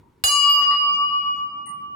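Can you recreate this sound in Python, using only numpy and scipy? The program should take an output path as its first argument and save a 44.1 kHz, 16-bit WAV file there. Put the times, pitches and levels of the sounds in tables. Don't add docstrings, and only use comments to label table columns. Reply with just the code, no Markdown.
import sys
import numpy as np
from scipy import signal
from scipy.fft import rfft, irfft
from scipy.io import wavfile
from scipy.ndimage import uniform_filter1d

SR = 44100
rng = np.random.default_rng(int(sys.argv[2]) if len(sys.argv) > 2 else 0)


def boost(x):
    u = np.asarray(x, float) / 20
    return 10 ** u


def dump(signal):
    limited = np.clip(np.atleast_2d(signal).T, -1, 1)
    pcm = np.round(limited * 32767).astype(np.int16)
    wavfile.write(sys.argv[1], SR, pcm)


N = 85995
STRIKE_S = 0.2385

BELL_HZ = [1153.73, 1161.14, 2888.62, 2904.19, 4858.2, 4882.8, 2307.0, 2322.2]
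# rms level/dB, fade/(dB/s), lobes/(rad per rad of swing), spill filling the nulls/(-1 to 1)
BELL_RING = [(-19, 5.5, 0.91, 0.12), (-22.5, 1.14, 0.49, 0.35), (-8.5, 18.5, 1.01, -.16),
             (-22.5, 22, 1.5, 0.01), (-17.5, 37, 1.2, -.81), (-20.5, 34, .65, 0.6), (-40.5, 14.5, 0.81, .4),
             (-44, 12, 0.72, 0.8)]
BELL_FACING = [(-0.5, 0.52, -0.099, 0.79), (-0.07, -1.6658, 0.047, 0.31), (0.73, 2, 0.32, 0.089),
               (2, 1.9, 1.14, 0.16), (2.5, 1.96, 0.0, 0.89), (-1.59, 2.39, 0.35, 0.49),
               (0.5, 2.97, 0.1, 0.43), (1.84, 0.43, 0.22, 0.16)]
# f/Hz, rms level/dB, fade/(dB/s)
SHORT_PARTIALS = [(4043, -44, 35), (6754, -25, 85), (7255, -29, 70), (8276, -22, 130), (10169, -32, 100),
                  (11160, -28, 140),
                  (4124, -31, 100), (5805, -49, 43), (8005, -37, 110), (7700, -47.5, 67), (13157, -38, 150),
                  (13600, -37.5, 200), (14519, -50.5, 170), (15569, -49.5, 300), (12118, -72, 120),
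                  (9330, -57.5, 120), (6050, -54.5, 66), (1727, -54.5, 30), (13700, -31.5, 360),
                  (505, -43.5, 500)]
# t/s, swing/rad
SWING_ANGLE = [(0.24, 1.8), (0.32, -0.07), (0.4, -0.28), (0.48, -0.7), (0.55, -1.92), (0.63, -3.5),
               (0.7, -3.95), (0.78, -2.5), (0.85, -1.86), (1.0, -0.75), (1.2, -0.65), (1.4, -1.14),
               (1.55, 1.76), (1.7, 2.5), (1.82, 3.5), (1.95, 6)]
# t/s, level/dB
BELL_LEVEL = [
    (0.24, -10.5),
    (0.45, -0.5),
    (0.9, 1.06),
    (1.3, -0.15),
    (1.6, -9),
    (1.95, -9.5),
]
# t/s, lead/ms
LEFT_LEAD = [(0.24, -0.0035), (0.5, 0.0043), (0.75, 0.123), (0.95, 0.074), (1.2, 0.3), (1.45, 0.3),
             (1.7, -0.24), (1.95, 0.17)]
# f/Hz, level/(dB per Hz)
CRACK_COLOUR = [(150, -33), (800, -11), (2500, -4), (4200, -1.5), (6000, -18.5), (8000, -11), (12300, -29),
                (15000, -11)]
# t/s, level/dB, f/Hz, width/Hz, pan to left/dB
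CLINK_EVENTS = [(0.03, -56.5, 950, 80, 0.5), (.495, -34, 13320, 30, 2), (.497, -46.5, 14500, 60, -13.5),
                (.5, -65, 10400, 900, -4), (.62, -44, 1500, 120, 1), (.62, -35.5, 2100, 400, -14.5),
                (0.618, -30, 3810, 1235, -5), (.62, -50, 6300, 150, -18), (.709, -33, 1930, 200, -2),
                (.709, -31.5, 1400, 400, 4.5), (0.71, -35.5, 4150, 400, -4.5), (0.71, -41, 9500, 1977, -11),
                (.93, -52.5, 6300, 200, -11.5), (1.36, -65, 7000, 60, 3), (1.36, -68, 6300, 100, -2.5),
                (1.38, -77.5, 10400, 400, 2.5), (1.57, -53.5, 880, 60, -0.5), (1.658, -40.5, 8970, 40, 2.5),
                (1.66, -43, 10240, 868, -3), (1.665, -52.5, 1990, 50, 0), (1.665, -54, 880, 80, 2),
                (.24, -34, 800, 120, 0), (.62, -47.5, 800, 200, 3), (.709, -56, 13440, 2020, 0.5)]
# f/Hz, T60/s
ROOM_DECAY = [(300, .4), (2000, 0.36), (8000, 0.28), (15000, 0.28)]
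# f/Hz, level/(dB per Hz)
HUM_BEFORE = [(12, -57.5), (20, -36.5), (79, -10), (393, -15.5), (729, -38), (939, -21.5), (1110, -31.5),
              (5830, -48.5), (16500, -53.5)]
# f/Hz, level/(dB per Hz)
HUM_AFTER = [(20, -24.5), (130, -4.5), (220, -1), (400, -10), (550, -23.5), (900, -19.5), (2000, -35),
             (16500, -50.5)]
# t/s, rms level/dB
HUM_LEVEL = [(0, -53), (.04, -58), (.23, -57), (.3, -66.5), (.55, -63), (.8, -55.5), (1.95, -54.5)]
# f/Hz, likeness/(0-1)
HUM_LIKENESS = [(30, 1), (200, 0.86), (600, 0.34), (4000, 0.59)]


def read(points, hz):
    f, value = np.transpose(points)
    return np.interp(np.log(hz + 1), np.log(f + 1), value)


def curve(points, t):
    return np.interp(t, *np.transpose(points))


def mode(hz, db, fade_db, lobes, spill, angles, lags):
    t = np.arange(N) / SR
    since = np.maximum(t - STRIKE_S, 0)
    lead_s = curve(LEFT_LEAD, t) / 1000 * np.c_[[0.5, -0.5]]
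    lobe = np.cos(lobes * curve(SWING_ANGLE, t) + np.c_[list(angles)]) - 1j * spill
    turns = hz * (since + lead_s) + np.c_[list(lags)]
    wave = (lobe * np.exp(2j * np.pi * turns)).real
    attack = np.minimum(since / 0.001, 1)
    return np.sqrt(2) * boost(db - fade_db * since) * attack * wave


def bell():
    pairs = np.zeros((2, N))
    for hz, ring, facing in zip(BELL_HZ, BELL_RING, BELL_FACING):
        pairs += mode(hz, *ring, facing[:2], facing[2:])
    return pairs * boost(curve(BELL_LEVEL, np.arange(N) / SR))


def shimmer():
    lobes, spill, split_hz = 2.4, 0.74, 26
    rows = SHORT_PARTIALS
    luck = rng.random((len(rows), 2, 5))
    out = np.zeros((2, N))
    for (hz, db, fade_db), both in zip(rows, luck):
        lower, upper = both
        out += mode(hz, db, fade_db, lobes, spill, np.pi * lower[:2], lower[2:4])
        upper_hz = hz + split_hz * upper[4]
        out += mode(upper_hz, db - 6, fade_db, lobes, spill, np.pi * upper[:2], upper[2:4])
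    return out


def blow():
    crack_db, crack_s = -13, 0.0031
    thud_db, thud_hz, thud_s = -28, 80, 0.012
    since = np.maximum(np.arange(N) / SR - STRIKE_S, 0)
    colour = boost(read(CRACK_COLOUR, np.fft.rfftfreq(N, 1 / SR)))
    colour = colour / np.sqrt(np.mean(colour ** 2))
    noise = irfft(rfft(rng.standard_normal((2, N))) * colour, N)
    crack = boost(crack_db) * noise * (since > 0) * np.exp(-since / crack_s)
    thud = boost(thud_db) * np.sin(2 * np.pi * thud_hz * since) * np.exp(-since / thud_s)
    return crack, thud * boost([[2.0], [-2.0]])


def resonate(x, hz, width):
    r = np.exp(-np.pi * abs(width) / SR)
    w = 2 * np.pi * hz / SR
    return signal.lfilter([np.sin(w)], [1, -2 * r * np.cos(w), r * r], x)


def clinks():
    out = np.zeros((2, N))
    scrapes = rng.standard_normal((len(CLINK_EVENTS), 60)) * np.exp(-np.arange(60) / 15)
    for (s, db, hz, width, pan_db), scrape in zip(CLINK_EVENTS, scrapes):
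        knock = np.r_[scrape, np.zeros(8000)]
        ring = resonate(resonate(knock, hz, width), hz, 3.7 * width)
        ring = ring / abs(ring).max()
        part = out[:, round(s * SR):][:, :len(ring)]
        part += boost([[db + pan_db / 2], [db - pan_db / 2]]) * ring[:part.shape[1]]
    return out


def room(x):
    taps = np.zeros((2, SR // 2))
    at = np.arange(120, SR // 2 - 20, 20)
    at = at + rng.integers(0, 20, (2, len(at)))
    np.put_along_axis(taps, at, rng.choice([-1., 1.], at.shape), 1)
    hz, t, z = signal.stft(taps, SR, nperseg=256)
    decay = boost(-60 * t / read(ROOM_DECAY, hz)[:, None])
    tail = signal.istft(z * decay, SR, nperseg=256)[1]
    return signal.fftconvolve(x, tail / np.linalg.norm(tail[0]), axes=1)[:, :N]


def hum():
    frames, hz = N // 256 + 5, np.fft.rfftfreq(1024, 1 / SR)
    a, b, c, d, patches = rng.standard_normal((frames, 513, 5)).T
    patches = uniform_filter1d(uniform_filter1d(patches, 4, 0), 8, 1)
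    left, other = a + 1j * b, c + 1j * d
    same = np.clip(read(HUM_LIKENESS, hz), -1, 1)[:, None]
    right = same * left + np.sqrt(1 - same ** 2) * other
    z = np.array([left, right]) * boost(1.6 * patches / patches.std())
    before, after = boost(read(HUM_BEFORE, hz)), boost(read(HUM_AFTER, hz))
    before = (before / np.linalg.norm(before))[:, None]
    after = (after / np.linalg.norm(after))[:, None]
    colour = np.where(np.arange(frames) * 256 / SR < STRIKE_S, before, after)
    noise = signal.istft(z * colour, nperseg=1024, noverlap=768)[1][:, :N]
    return noise / noise.std() * boost(curve(HUM_LEVEL, np.arange(N) / SR))


def scene():
    crack_wet_db, clink_wet_db, shimmer_wet_db = -1.5, 9, -4.5
    crack, thud = blow()
    top, hits = shimmer(), clinks()
    close = bell() + top + hits + crack + thud
    to_room = boost(crack_wet_db) * crack + boost(clink_wet_db) * hits + boost(shimmer_wet_db) * top
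    return close + room(to_room) + hum()


def low_pass(x):
    return signal.sosfilt(signal.butter(12, 16980, fs=SR, output="sos"), x)


def record(dry):
    return low_pass(dry)


dry = scene()
out = record(dry)
dump(out)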